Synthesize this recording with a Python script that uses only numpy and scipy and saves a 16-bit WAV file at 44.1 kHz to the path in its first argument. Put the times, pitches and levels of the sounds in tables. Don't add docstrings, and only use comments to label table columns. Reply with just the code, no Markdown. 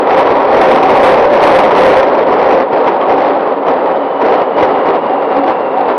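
import sys
import numpy as np
from scipy import signal
from scipy.fft import rfft, irfft
from scipy.io import wavfile
from scipy.ndimage import uniform_filter1d

SR = 44100
rng = np.random.default_rng(int(sys.argv[2]) if len(sys.argv) > 2 else 0)


def transcribe(u):
    v = np.clip(np.atleast_2d(u).T, -1, 1)
    q = np.round(v * 32767).astype(np.int16)
    wavfile.write(sys.argv[1], SR, q)


N = 263716
TIME = np.arange(N) / SR
FREQS_HZ = np.fft.rfftfreq(N, 1 / SR)

# time_s, force_db
TRACK_FORCE = [(0, -8.5), (0.7, -5), (1.7, -4.5), (2.15, -7.0), (2.75, -8.5), (3.4, -11.0), (4.1, -13),
               (5.98, -12)]
# start_s, length_s, force_change_db
RAIL_PATCHES = [(0.069, 0.24, 2), (0.521, 0.24, 2.0), (0.838, 0.026, -3.0), (0.857, 0.1, 1.7),
                (0.979, 0.16, 3), (1.256, 0.036, -4.5), (1.394, 0.22, 2.5), (1.742, 0.25, 3.5),
                (2.22, 0.04, -4.0), (2.282, 0.27, 1.5), (2.497, 0.05, 1.5), (2.624, 0.076, -5.4),
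                (2.84, 0.04, 3.5), (2.961, 0.03, -2.5), (2.994, 0.03, 3), (3.091, 0.04, 3),
                (3.178, 0.13, 3.5), (3.539, 0.08, -2.8), (3.648, 0.07, 4.5), (3.751, 0.16, 2.15),
                (4.191, 0.22, 5.5), (4.556, 0.12, 6), (4.676, 0.28, 4.0), (5.068, 0.03, 0.2),
                (5.267, 0.12, 3), (5.454, 0.056, 6), (5.663, 0.032, -3), (5.739, 0.1, 0.5),
                (5.849, 0.05, 4)]
# frequency_hz, relative_level_db
ROAR_SPECTRUM = [(60, -53), (150, -31), (250, -12.5), (450, -1.5), (650, -4.5), (1000, -6.5), (1250, -11.5),
                 (1600, -19.5), (2200, -24.5), (3500, -35), (5000, -47), (6300, -48.5), (8000, -84)]
# pitch_hz, width_hz, boost_db
CABIN_RESONANCES = [(394, 27, 2.5), (561, 164, 5), (764, 19, -1), (819, 120, 3), (956, 70, 5),
                    (1119, 28, 3), (1325, 30, 2), (1930, 230, 2.5)]
# start_s, length_s, level_db, pitch_hz
RAIL_HOWLS = [(1.001, .13, -8, 515), (1.22, .2, -13.5, 581), (1.477, .13, -8, 530), (1.766, .24, -8.5, 525),
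              (2.387, .28, -15.5, 528.7), (4.58, 0.064, -8, 529)]
# start_s, length_s, level_db
WHEEL_RINGS = [(0, 0.22, -14), (0.591, 0.25, -13), (3.06, 0.091, -14), (3.66, 0.07, -15.5),
               (5.06, 0.099, -16.5), (5.289, 0.18, -15.5), (5.724, .08, -14.5)]
# frequency_hz, relative_level_db
FLOOR_SPECTRUM = [(20, -25.5), (50, -27.5), (100, -15), (145, -10.5), (175, -2.5), (210, -6), (260, 3.5),
                  (400, -5), (700, -19), (1500, -44.5)]
# time_s, relative_level_db
DOOR_KNOCKS = [(.106, -7), (.272, -11), (1.405, -6), (1.751, -8), (2.872, -11), (3.013, -8.5), (3.096, -14),
               (3.217, -16.5), (3.334, -15.5), (4.378, -16), (5.096, -16.5), (5.223, -19), (5.478, -15)]
# pitch_hz, relative_level_db, fade_s
DOOR_NOTES = [(1123, 4.5, 0.11), (1760, -7, 0.073), (2117, -4, 0.065), (2780, -5.5, 0.012),
              (3110, -5, 0.028), (3896, -7, 0.0063), (4690, -13.5, 0.013)]
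# frequency_hz, gain_db
RECORDER_RESPONSE = [(30, -6.5), (80, -5), (200, 0), (4500, -1), (6000, -2.5), (7200, -7), (9000, 1),
                     (12000, -1.5), (15500, -12)]


def gain_of(db):
    return 10 ** (np.asarray(db) / 20)


def normalised(sound):
    return sound / np.sqrt(np.mean(sound ** 2) + 1e-20)


def spectrum_db(points):
    hz, db = np.transpose(points)
    return np.interp(np.log(FREQS_HZ + 1), np.log(hz + 1), db)


def noise(shape):
    return normalised(irfft(rfft(rng.standard_normal(N)) * shape, N))


def drift(rate_hz):
    return noise(1 / (1 + (FREQS_HZ / rate_hz) ** 4))


def swell(start_s, length_s, rise_s, fall_s):
    rising = (TIME - start_s) / rise_s
    falling = 1 - (TIME - start_s - length_s) / fall_s
    return np.clip(np.minimum(rising, falling), 0, 1)


def wavering_tone(hz, wander_hz, rate_hz, flutter_db):
    cycles = np.cumsum(hz + wander_hz * drift(rate_hz)) / SR
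    return normalised(np.sin(2 * np.pi * cycles) * gain_of(flutter_db * drift(rate_hz)))


def breathy_tone(hz, width_hz):
    cycles = np.cumsum(hz * np.ones(N)) / SR
    wobble = drift(width_hz / 2) + 1j * drift(width_hz / 2)
    return normalised((wobble * np.exp(2j * np.pi * cycles)).real)


def wheel_force():
    track_db = np.interp(TIME, *np.transpose(TRACK_FORCE))
    patches_db = sum(db * swell(start, length, rise_s=0.024, fall_s=0.03)
                     for start, length, db in RAIL_PATCHES)
    return track_db + patches_db + 0.73 * drift(rate_hz=25)


def rolling_roar(force_db, level_db, throb_db, turn_hz):
    boost_db = sum(db / (1 + (2 * (FREQS_HZ - hz) / width) ** 2) for hz, width, db in CABIN_RESONANCES)
    turns = np.cumsum(turn_hz * (1 + 0.064 * drift(rate_hz=2.4))) / SR
    throb = throb_db * np.sin(2 * np.pi * turns)
    return noise(gain_of(spectrum_db(ROAR_SPECTRUM) + boost_db)) * gain_of(level_db + force_db + throb)


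def rail_howl(force_db):
    sound = gain_of(force_db - 13.5) * breathy_tone(hz=527.5, width_hz=18)
    for start, length, db, hz in RAIL_HOWLS:
        howl = wavering_tone(hz, wander_hz=6.97, rate_hz=18, flutter_db=2.0)
        sound += gain_of(db) * swell(start, length, rise_s=0.053, fall_s=0.064) * howl
    return sound


def wheel_ring(force_db):
    flares = sum(gain_of(db) * swell(start, length, rise_s=0.045, fall_s=0.073)
                 for start, length, db in WHEEL_RINGS)
    strength = np.hypot(gain_of(force_db - 12), flares)
    pitch_hz = 763.5 + 10 * drift(rate_hz=4)
    return strength * breathy_tone(pitch_hz, width_hz=75)


def floor_rumble(force_db, level_db, force_share):
    return gain_of(level_db + force_share * force_db) * noise(gain_of(spectrum_db(FLOOR_SPECTRUM)))


def gear_drone(force_db):
    hum = wavering_tone(hz=283, wander_hz=2.99, rate_hz=7, flutter_db=5.5)
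    return gain_of(-26.5 + 0.14 * force_db) * hum


def door_rattle(force_db, knock_db, chatter_db, taps_per_s):
    tap_db = chatter_db + 0.5 * force_db + rng.uniform(0, 6, N)
    blows = gain_of(tap_db) * (rng.random(N) < taps_per_s / SR)
    for time_s, db in DOOR_KNOCKS:
        blows[round(time_s * SR)] += gain_of(db + knock_db)
    age_s = TIME[:SR // 10]
    ringing = sum(gain_of(db - 60 * age_s / fade_s) * np.sin(2 * np.pi * (hz * age_s + rng.random()))
                  for hz, db, fade_s in DOOR_NOTES)
    ringing *= 1 - np.exp(-age_s / 0.00022)
    return signal.oaconvolve(blows, ringing / abs(ringing).max())[:N]


def drive_whine(start_s, fade_in_s, start_hz, sink_hz_per_s, level_db):
    age_s = TIME - start_s
    fade_in = np.clip(age_s / fade_in_s, 0, 1)
    return gain_of(level_db) * fade_in * breathy_tone(start_hz - sink_hz_per_s * age_s, width_hz=230)


def dull_faint_treble(sound, above_hz, threshold_db, cut_db):
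    treble = irfft(rfft(sound) * (1 - 1 / (1 + (FREQS_HZ / above_hz) ** 30)), N)
    power = abs(uniform_filter1d(treble ** 2, size=1500)) + 1e-20
    let_through = 1 / (1 + (gain_of(threshold_db) ** 2 / power) ** 2)
    return sound - treble * (1 - let_through) * (1 - gain_of(cut_db))


def scene():
    force_db = wheel_force()
    mix = rolling_roar(force_db, level_db=-0.82, throb_db=0.45, turn_hz=10.4)
    mix += rail_howl(force_db) + wheel_ring(force_db)
    mix += floor_rumble(force_db, level_db=-21, force_share=0.57)
    mix += gear_drone(force_db)
    mix += door_rattle(force_db, knock_db=1.0, chatter_db=-25.5, taps_per_s=20)
    mix += drive_whine(start_s=3.2, fade_in_s=1.3, start_hz=3134, sink_hz_per_s=170, level_db=-41)
    return mix[None]


def record(dry):
    ceiling, highest_hz = 0.695, 15800
    clipped = dry / (1 + abs(dry / ceiling) ** 24) ** (1 / 24)
    heard = irfft(rfft(clipped) * gain_of(spectrum_db(RECORDER_RESPONSE)), N)
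    heard = dull_faint_treble(heard, above_hz=6150, threshold_db=-46, cut_db=-36)
    heard = dull_faint_treble(heard, above_hz=5280, threshold_db=-56, cut_db=-26.5)
    low_pass = signal.firwin(511, highest_hz, window=("kaiser", 9), fs=SR)
    return signal.oaconvolve(heard, low_pass[None], "same")


dry = scene()
out = record(dry)
transcribe(out)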